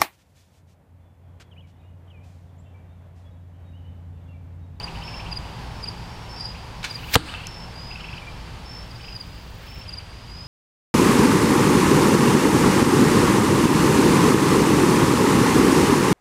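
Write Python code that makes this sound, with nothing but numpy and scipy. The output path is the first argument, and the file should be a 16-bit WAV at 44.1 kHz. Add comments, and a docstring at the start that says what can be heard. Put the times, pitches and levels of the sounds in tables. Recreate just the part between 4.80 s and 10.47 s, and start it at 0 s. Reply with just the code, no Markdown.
"""Crickets chirp and trill, a bird chatters and far traffic rumbles; then a bow clacks and its string buzzes.
An arrow hisses past and thuds into a foam block close by; hedge, trees and a wall throw the sound back.
The hit pulls the gain down for a moment. A katydid whirrs later.
Arrow, bow and leaves are shaped noise; the block is damped modes plus tearing noise.
Insects are pulsed tones or noise; bird notes are gliding noise bands."""
import sys
import numpy as np
from scipy import signal
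from scipy.fft import rfft, irfft
from scipy.io import wavfile

SR = 44100
rng = np.random.default_rng(int(sys.argv[2]) if len(sys.argv) > 2 else 0)


def digitize_waveform(pressure):
    """Quantize a signal to 16-bit integers and store it at the path in sys.argv[1].

    Rows of a 2-D input are taken as channels; values are limited to [-1, 1].
    """
    field = np.atleast_2d(pressure).T
    bounded = np.clip(field, -1, 1)
    quanta = np.round(bounded * 32767).astype(np.int16)
    wavfile.write(sys.argv[1], SR, quanta)


N = 250047
T = np.arange(N) / SR  # [s]

# point pierces, shaft is stopped, block rocks:
# (time [s], mode level [dB], sharpness [Hz], tearing foam level [dB])
BLOWS = [(2.3546, -1, 2190, -4.5), (2.3598, 2, 266, -17.5), (2.3646, -13, 520, -22)]
# modes of the foam block and the shaft in it: (frequency [Hz], relative level [dB], t60 [s])
BLOCK_MODES = [(113, 7, 0.027), (171, -5.5, 0.038), (255, -3.5, 0.03), (466, -2.5, 0.031),
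               (823, 2.5, 0.015), (960, -0.5, 0.012), (1240, -3, 0.018), (1580, -10, 0.012),
               (2070, -16, 0.032), (2800, -16.5, 0.022), (2910, -11, 0.023), (3260, -16, 0.015)]
# spectrum of tearing foam: (frequency [Hz], relative density [dB per Hz])
TEAR_SPECTRUM = [(100, -22), (500, -14), (800, -1), (1600, -1), (2300, -7), (3200, 2), (5000, -10),
                 (9000, -14), (13000, -18), (16000, -30)]
# soft hum after the hit
HUM_HZ, HUM_WIDTH_HZ, HUM_RISE_S, HUM_DB, HUM_T60_S = 302, 94, 0.027, -35, 0.42

# closest approach, speed and miss distance of the arrow
PASS_S, ARROW_M_PER_S, MISS_M = 2.3432, 59, 0.27
RUSH_COMING_HZ, RUSH_GOING_HZ = 2235, 5010
RUSH_DB, HISS_DB = -15.5, -21.5  # sideways, at the miss distance
RUSH_AHEAD_DB, HISS_AHEAD_DB = -9.5, -6.5  # added straight ahead: less sound is thrown forward
# air rush of the arrow: (frequency [Hz], relative density [dB per Hz])
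RUSH_SPECTRUM = [(60, -30), (500, -32), (1100, -17), (1700, -2), (2600, -4.5), (4400, -3.5), (7000, -10),
                 (9000, -16), (15500, -23)]
# thin hiss of the vanes' edges: (frequency [Hz], relative density [dB per Hz])
HISS_SPECTRUM = [(4000, -30), (8000, -10), (10000, -8), (12500, -1), (15500, 0)]

# string let go, limbs slam home: (time [s], level [dB])
CLACKS = [(2.029, -32.5), (2.041, -24.5), (2.046, -23.5), (2.053, -31)]
CLACK_T60_S, BUZZ_DB, BUZZ_RISE_S, BUZZ_T60_S = 0.062, -36.5, 0.0068, 0.76
# spectrum of bow and string: (frequency [Hz], relative density [dB per Hz])
BOW_SPECTRUM = [(410, -43), (700, -14), (1730, -5), (1950, -13), (2190, -3), (3230, -9), (3970, -6),
                (5360, -15), (5790, -13.5), (12300, -31), (15500, -41)]

# near hedge and far trees: (delay [s], rise [s], relative level [dB], t60 [s])
SCATTERERS = [(0, 0.0013, 21, 0.2), (0.089, 0.026, 11.5, 0.75)]
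# spectrum of the yard's echo: (frequency [Hz], relative level [dB])
YARD_SPECTRUM = [(60, 0), (200, 3), (300, -3.5), (450, -15), (700, -6.5), (1500, 6), (3000, -0.5),
                 (4400, 9.5), (5800, -7), (8500, 7), (12000, -8), (16000, -9)]
YARD_S, WALL_S = 0.7, 0.184  # length of the echo tail, delay of the wall slap

# near cricket: (first stroke [s], strokes [count], level of first stroke [dB])
CHIRPS = [(-.001, 2, -30.5), (.529, 2, -30.5), (1.043, 2, -29.5), (1.611, 2, -30.5), (2.113, 2, -31),
          (3.325, 2, -47.5), (4.117, 2, -44.5), (4.366, 2, -34), (5.095, 3, -34.5)]
STROKE_GAP_S, STROKE_GROWTH_DB = 0.0458, 1
STROKE_TOP_HZ, STROKE_SAG_HZ, STROKE_SAG_S = 4950, 350, 0.0029  # pitch drops as the wing slows
# scraper grazes the file, bites, lets go
GRAZE_S, GRAZE_DB, BITE_S, RELEASE_S = 0.016, -7, 0.0024, 0.0038

# bird phrases of evenly spaced notes: (first note [s], last note [s], notes [count], level [dB])
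PHRASES = [(.01, .155, 3, -37.5), (.222, .527, 6, -38), (.648, .69, 2, -44), (1.062, 1.062, 1, -41),
           (1.755, 1.755, 1, -41), (2.193, 2.29, 3, -37.5), (2.491, 2.551, 2, -33.5),
           (2.582, 2.665, 4, -38.5), (3.116, 3.38, 7, -36), (4.208, 4.325, 4, -42), (4.875, 5.2, 8, -45.5)]
PHRASE_MIDDLE_DB, PHRASE_ENDS_EXTRA_DB = -1, -2  # both added to the phrase level
# steady peeps of the bird: (start [s], length [s], pitch [Hz], level [dB])
PEEPS = [(3.416, 0.02, 2350, -45), (3.463, 0.034, 2373, -41)]

# farther crickets: (start [s], length [s], nominal pitch [Hz], level [dB], warm-up [s])
TRILLS = [(0.229, 0.19, 5335, -43.5, .004), (.26, 0.14, 5100, -54, .01), (0.94, .19, 5300, -55.5, 0.0042),
          (1.289, .19, 5520, -59, .004), (1.485, 0.19, 5345, -46, .004), (1.552, 0.17, 4930, -42.5, 0.021),
          (2.647, 0.21, 5326, -45.5, 0.0075), (2.916, 0.236, 4997, -44.5, 0.054),
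          (3.13, .215, 5310, -56, .004), (3.852, .183, 5330, -44.5, 0.0041),
          (4.126, 0.22, 5320, -59, 0.0045), (4.206, 0.16, 4960, -46.5, 0.021),
          (4.862, .19, 5340, -48.5, 0.0094), (5.454, 0.29, 5020, -46.5, 0.05)]
TRILL_STROKES_PER_S = 54
# farthest trills, placed at random
CHORUS_GAP_S, CHORUS_LENGTH_S, CHORUS_WARM_S = 0.49, 0.19, 0.0154
CHORUS_LOW_HZ, CHORUS_HIGH_HZ, CHORUS_DB = 4950, 5380, -61

# katydid; level is that reached at the stop
WHIRR_START_S, WHIRR_STOP_S, WHIRR_DB, WHIRR_SWELL_DB_PER_S = 3.9, 5.02, -61, 12

# dry ticks in the leaves: (time [s], level [dB], frequency [Hz], t60 [s])
TICKS = [(2.6697, -23.5, 5900, 0.006)]
# stirring leaves: (start [s], length [s], level [dB])
STIRS = [(0.773, 0.087, -49), (1.29, 0.064, -68), (4.797, 0.12, -49)]
# spectrum of stirring leaves: (frequency [Hz], relative density [dB per Hz])
LEAF_SPECTRUM = [(500, -33), (1500, 10), (4000, 2), (8000, -15), (13000, -13), (16000, -24)]

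# spectrum of far traffic and leaves: (frequency [Hz], relative density [dB per Hz])
AIR_SPECTRUM = [(12, -41), (20, 7.5), (37, 0), (112, 0.5), (306, -16), (491, -16.5), (631, -19),
                (958, -17.5), (1500, -21), (2090, -22), (3000, -22), (4950, -29.5), (6720, -34),
                (12400, -44.5), (15500, -50.5)]
AIR_DB = -38  # before the traffic gains
# far car fading away, only the change about each mean counts:
# (time [s], engine rumble level [dB], tyre wash level [dB])
TRAFFIC = [(0.0, -38.5, -42.5), (0.54, -37.5, -43), (1.69, -40, -44), (2.04, -39.5, -44.5),
           (3.81, -39.5, -45.5), (4.45, -41, -49), (5.67, -41, -49.5)]
# steady bands of engines, tyres and far cricket chorus, before the traffic gains:
# (centre [Hz], width [Hz], level [dB], extra share of the tyre wash's swell [ratio])
DRONES = [(55.5, 16, -45, 0.13), (117.9, 19, -51.5, 0.021), (166.4, 19.4, -52.5, 0.49),
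          (879, 550, -56, 2.7), (4670, 1000, -58, 0.21)]

EDGE_HZ = 16000  # upper band limit


def target(tear_t60_s=0.0163, give_cycles=0.39, spread_octaves=1.32, muffle_hz=6000):
    """Each blow rings the damped modes near its sharpness; foam tears as the shaft slides, then dies away."""
    out, t = np.zeros(N), np.arange(SR // 6) / SR
    slide_s = 0.0018
    after_slide_s = np.maximum(t - slide_s, 0)
    slide = np.minimum(t / slide_s, 1) ** 0.5 * amp(-60 * after_slide_s / tear_t60_s)
    slide_rms = np.sqrt(np.mean(slide ** 2))
    for k, (s, db, sharp_hz, tear_db) in enumerate(BLOWS):
        direction = -(-1) ** k  # face is driven in, springs out, falls back
        for hz, mode_db, t60_s in BLOCK_MODES:
            reach = np.exp(-0.5 * (np.log2(hz / sharp_hz) / spread_octaves) ** 2)
            onset = 1 - np.exp(-t * hz / give_cycles)  # soft foam: low modes build up late
            decay = amp(db + mode_db - 60 * t / t60_s)
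            add(out, s, direction * decay * reach * onset * np.sin(2 * np.pi * hz * t))
        tear = amp(tear_db) * slide_rms * unit(colour(even_noise(slide), TEAR_SPECTRUM))
        tear *= t < t[-1] / 2
        if k > 0:  # once the point is buried, foam muffles it
            tear = signal.sosfilt(signal.butter(2, muffle_hz, fs=SR, output="sos"), tear)
        add(out, s, tear)
    return out


def low_ring():
    """A soft narrow-band hum that dies away after the thud."""
    return burst(BLOWS[-1][0], HUM_RISE_S, HUM_DB, HUM_T60_S) * band(HUM_HZ, HUM_WIDTH_HZ)


def arrow(flutter_hz=340, focus=0.72, width_hz=3600, beam=4, entry_s=0.0054):
    """Air tears off fluttering vanes; the rush swells with nearness and brightens as the arrow goes by."""
    to_go_m = ARROW_M_PER_S * (PASS_S - T)
    distance_m = np.hypot(to_go_m, MISS_M)
    facing = to_go_m / distance_m  # 1 coming, -1 going
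    ahead = np.maximum(facing, 0) ** beam
    centre_hz = np.interp(facing, [-0.5, 0.5], [RUSH_GOING_HZ, RUSH_COMING_HZ])
    rush = unit(noise(RUSH_SPECTRUM) + focus * band(centre_hz, width_hz))
    rush *= amp(RUSH_DB + RUSH_AHEAD_DB * ahead)
    hiss = amp(HISS_DB + HISS_AHEAD_DB * ahead) * noise(HISS_SPECTRUM)
    vanes = 1 + 0.25 * np.sin(2 * np.pi * flutter_hz * (T - PASS_S))
    nearness = MISS_M / distance_m
    flight = during(CLACKS[-1][0], BLOWS[0][0], entry_s)
    return (rush + hiss) * vanes * nearness * flight


def bow(clack_rise_s=0.0005):
    """String and limbs clatter briefly, then the string buzzes; powers of the envelopes add."""
    clack_power = sum(burst(s, clack_rise_s, db, CLACK_T60_S) ** 2 for s, db in CLACKS)
    buzz_power = burst(CLACKS[0][0], BUZZ_RISE_S, BUZZ_DB, BUZZ_T60_S) ** 2
    return np.sqrt(clack_power + buzz_power) * noise(BOW_SPECTRUM)


def yard(x):
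    """Hedge and trees scatter sound back as a decaying tail of coloured noise."""
    level = np.sqrt(sum(burst(*row) ** 2 for row in SCATTERERS))
    tail = (noise(YARD_SPECTRUM) * level)[:round(YARD_S * SR)]
    return signal.fftconvolve(x, tail / np.linalg.norm(tail))[:N]


def wall(x, echo_db=-23, low_hz=1000, high_hz=4400):
    """One band-limited slap comes back from a house wall."""
    out = np.zeros(N)
    reflection = signal.butter(3, [low_hz, high_hz], "bandpass", fs=SR, output="sos")
    add(out, WALL_S, amp(echo_db) * signal.sosfilt(reflection, x))
    return out


def near_cricket(octave_db=-24, flutter_db=1):
    """Each stroke drags a scraper over the wing's file: a falling tone with a faint octave."""
    jitter = 0.005
    out, t = np.zeros(N), np.arange(-SR // 40, SR // 40) / SR
    hz = STROKE_TOP_HZ - STROKE_SAG_HZ / (1 + np.exp(-t / STROKE_SAG_S))
    graze = amp(GRAZE_DB) * np.exp(-np.square(2 * t / GRAZE_S + 1) ** 2)
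    bite = np.exp(-0.5 * (t / np.where(t < 0, BITE_S, RELEASE_S)) ** 2)
    for start, count, db in CHIRPS:
        for k in range(round(count)):
            phase = 2 * np.pi * np.cumsum(hz * (1 + jitter * wander(660, len(t)))) / SR
            stroke_db = db + k * STROKE_GROWTH_DB + flutter_db * wander(430, len(t))
            level = (graze + bite) * amp(stroke_db)
            tone = np.sin(phase) + amp(octave_db) * np.sin(2 * phase)
            add(out, start + k * STROKE_GAP_S + t[0], np.sqrt(2) * level * tone)
    return out


def bird(centre_hz=2740, rasp_hz=420, half_db=-15, upper_db=-20, scatter_t60_s=0.17):
    """Raspy upward flicks with weaker partials below and above, and clean peeps."""
    rise_hz_per_s, sigma_s, scatter_db = 46000, 0.0062, -8
    out, t = np.zeros(N), np.arange(-SR // 50, SR // 50) / SR
    hz = centre_hz + rise_hz_per_s * t
    swell = np.exp(-0.5 * (t / sigma_s) ** 2)
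    for s, db in notes():
        note = band(hz, rasp_hz, len(t))
        note += amp(half_db) * band(hz / 2, rasp_hz, len(t))
        note += amp(upper_db) * band(hz * 1.5, rasp_hz * 2, len(t))
        note = amp(db) * unit(note * swell) * np.sqrt(np.mean(swell ** 2))
        add(out, s + t[0], foliage(note, scatter_db, scatter_t60_s))
    for s, length_s, pitch_hz, db in PEEPS:
        t = np.arange(0, length_s, 1 / SR)
        peep = np.sqrt(2) * np.sin(2 * np.pi * pitch_hz * t)
        add(out, s, amp(db) * peep * signal.windows.tukey(len(t), 0.6))
    return out


def notes():
    """Time and level of every note; a phrase is loudest in its middle."""
    rows = []
    for first, last, count, db in PHRASES:
        for u in np.linspace(0, 1, round(count)):
            note_db = db + PHRASE_MIDDLE_DB + PHRASE_ENDS_EXTRA_DB * (2 * u - 1) ** 2
            rows.append((first + u * (last - first), note_db))
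    return rows


def far_crickets(flat_start=0.077, jitter=0.0083, pulse_shape=0.7, uneven_db=0.8,
                 scatter_db=-7, scatter_t60_s=0.43):
    """Trains of quick wing strokes climb to their pitch and strength, blurred by foliage."""
    out = np.zeros(N)
    for start, length_s, hz, db, warm_s in TRILLS + chorus():
        t = np.arange(0, length_s, 1 / SR)
        cycle = t * TRILL_STROKES_PER_S % 1
        cold = np.exp(-t / warm_s)
        sag = 0.01 * (cycle - 0.5)  # pitch falls within each stroke
        pitch_hz = hz * (1 - sag - flat_start * cold + jitter * wander(251.4, len(t)))
        strokes = (1 - cold) * np.abs(np.sin(np.pi * cycle)) ** pulse_shape
        strokes *= amp(uneven_db * wander(38, len(t)))
        trill = unit(strokes * np.sin(2 * np.pi * np.cumsum(pitch_hz) / SR))
        trill *= amp(db) * signal.windows.tukey(len(t), 0.12)
        add(out, start, foliage(trill, scatter_db, scatter_t60_s))
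    return out


def chorus(count=13):
    """Faint trills at loose intervals and random pitches, as rows like those of TRILLS."""
    rows = []
    for k, (when, pitch) in enumerate(rng.random((count, 2))):
        hz = CHORUS_LOW_HZ + pitch * (CHORUS_HIGH_HZ - CHORUS_LOW_HZ)
        rows.append(((k + when) * CHORUS_GAP_S, CHORUS_LENGTH_S, hz, CHORUS_DB, CHORUS_WARM_S))
    return rows


def foliage(x, db, t60_s):
    """Leaves around a caller smear its sound: direct path plus a decaying noise tail."""
    tail = rng.standard_normal(SR // 4) * amp(-60 * T[:SR // 4] / t60_s)
    tail *= amp(db) / np.linalg.norm(tail)
    tail[0] = 1  # direct path
    return signal.fftconvolve(x, tail)


def katydid(pulses_per_s=24.9, centre_hz=14700, width_hz=3400, depth=0.6, whistle_hz=15400, whistle=0.6):
    """Thin, very high noise around a whistling resonance, pulsed by the wings; swells, then stops."""
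    rasp = unit(band(centre_hz, width_hz) + whistle * band(whistle_hz, 600))
    level = amp(WHIRR_DB + WHIRR_SWELL_DB_PER_S * (T - WHIRR_STOP_S))
    level *= during(WHIRR_START_S, WHIRR_STOP_S, 0.015)
    return level * rasp * unit(1 + depth * np.sin(2 * np.pi * pulses_per_s * T))


def ticks(width_hz=9000):
    """Tiny dry snaps: decaying wide-band noise."""
    out, t = np.zeros(N), np.arange(SR // 50) / SR
    for s, db, hz, t60_s in TICKS:
        add(out, s, amp(db - 60 * t / t60_s) * band(hz, width_hz, len(t)))
    return out


def leaves(grain_db=3):
    """Short, faint rustles of noise with a grainy level."""
    level = sum(amp(db) * np.exp(-(2 * (T - s) / length_s - 1) ** 2) for s, length_s, db in STIRS)
    return level * unit(noise(LEAF_SPECTRUM) * amp(grain_db * wander(600)))


def background(split_hz=230, leaves_hz=2600, leaves_share=0.51, rumble_gain_db=0.2, wash_gain_db=1.37,
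               wash_share=0.68):
    """Noise in three bands: rumble and tyre wash follow the traffic, the hiss of leaves less so."""
    engine_db, tyres_db = (db - db.mean() for db in curves(TRAFFIC, T))
    rumble_db = rumble_gain_db + engine_db
    wash_db = wash_gain_db + wash_share * tyres_db
    air = amp(AIR_DB) * noise(AIR_SPECTRUM)
    for hz, width_hz, db, extra_share in DRONES:
        air += amp(db + extra_share * wash_db) * band(hz, width_hz)
    low = signal.sosfiltfilt(signal.butter(2, split_hz, fs=SR, output="sos"), air)
    low_and_mid = signal.sosfiltfilt(signal.butter(2, leaves_hz, fs=SR, output="sos"), air)
    rumble = low * amp(rumble_db)
    wash = (low_and_mid - low) * amp(wash_db)
    leaf_hiss = (air - low_and_mid) * amp(leaves_share * wash_db)
    return rumble + wash + leaf_hiss


def amp(db):
    """Decibels to gain."""
    return 10 ** (np.asarray(db) / 20)


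def unit(x):
    """Scales to an rms of one."""
    return x / np.sqrt(np.mean(x ** 2) + 1e-20)


def curves(rows, t):
    """Every column of a table after the first, joined by straight lines."""
    s, *columns = np.transpose(rows)
    return [np.interp(t, s, c) for c in columns]


def during(start, end, edge_s):
    """One between two times, with sloping edges, else zero."""
    return np.clip(np.minimum(T - start, end - T) / edge_s, 0, 1)


def burst(start, rise_s, db, t60_s):
    """Envelope that rises quickly and dies away."""
    age_s = np.maximum(T - start, 0)
    return (1 - np.exp(-age_s / rise_s)) * amp(db - 60 * age_s / t60_s)


def add(mix, s, sound):
    """Lays a sound into the mix at a time, cropped to the mix."""
    at = round(s * SR)
    sound = sound[max(-at, 0):]
    part = mix[max(at, 0):][:len(sound)]
    part += sound[:len(part)]


def colour(x, points):
    """Filters by a spectrum joined on a log-frequency axis."""
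    hz, db = np.transpose(points)
    f = np.fft.rfftfreq(len(x), 1 / SR)
    gain = amp(np.interp(np.log(f + 1), np.log(hz + 1), db))
    return irfft(rfft(x) * gain, len(x))


def noise(points):
    """Unit noise with a given spectrum."""
    return unit(colour(rng.standard_normal(N), points))


def even_noise(envelope):
    """A noise burst under an envelope, its spectrum evened by repeatedly keeping only the phase."""
    x = envelope * rng.standard_normal(len(envelope))
    for _ in range(6):
        flat = irfft(np.exp(1j * np.angle(rfft(x))), len(x))
        x = flat * (envelope / envelope.max()) ** 0.5
    return x * np.linalg.norm(envelope) / np.linalg.norm(x)


def band(hz, width_hz, size=N):
    """Unit noise in a steep resonance that may glide: low-passed complex noise shifted up to hz."""
    r = np.exp(-np.pi * abs(width_hz) / SR)
    lead_in = 4000  # samples for the filter to settle
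    z = rng.standard_normal(size + lead_in) + 1j * rng.standard_normal(size + lead_in)
    for _ in range(3):
        z = signal.lfilter([1 - r], [1, -r], z)
    carrier = np.exp(2j * np.pi * np.cumsum(hz * np.ones(size)) / SR)
    return unit((z[-size:] * carrier).real)


def wander(rate_hz, size=N):
    """Random drift: straight lines between unit-variance knots."""
    knots = rng.standard_normal(4096)
    return np.interp(np.arange(size) / SR * rate_hz, np.arange(len(knots)), knots)


def scene(shot_echo_db=-18, animal_echo_db=-14, bird_echo_db=-6):
    """The shot and the animals share the yard's echo; only the shot reaches the wall."""
    shot = bow() + arrow() + target()
    chatter = bird()
    insects = near_cricket() + far_crickets() + katydid()
    to_yard = amp(shot_echo_db) * shot + amp(animal_echo_db) * insects + amp(bird_echo_db) * chatter
    echoes = yard(to_yard) + wall(shot)
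    return (shot + insects + chatter + low_ring() + ticks() + leaves() + echoes + background())[None]


def record(dry, threshold_db=-15, squeeze=1.0, recover_db_per_s=55, attack_s=0.029, low_cut_hz=34):
    """Low cut; loud sound pulls the gain down and it recovers steadily; soft clip; upper band limit."""
    dry = signal.sosfilt(signal.butter(2, low_cut_hz, "highpass", fs=SR, output="sos"), dry)
    r = np.exp(-1 / (attack_s * SR))
    power_db = 10 * np.log10(signal.lfilter([1 - r], [1, -r], dry[0] ** 2) + 1e-12)
    fall_db = T * recover_db_per_s
    held_db = np.maximum.accumulate(power_db + fall_db) - fall_db  # peak hold with a steady fall
    over_db = np.maximum(held_db - threshold_db, 0)
    ducked = dry * amp(-squeeze * over_db)
    clipped = ducked / (1 + (ducked / 0.74) ** 6) ** (1 / 6)
    band_limit = signal.firwin(701, EDGE_HZ, window=("kaiser", 9), fs=SR)
    return signal.oaconvolve(clipped, band_limit[None], "same")


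dry = scene()
out = record(dry)
digitize_waveform(out)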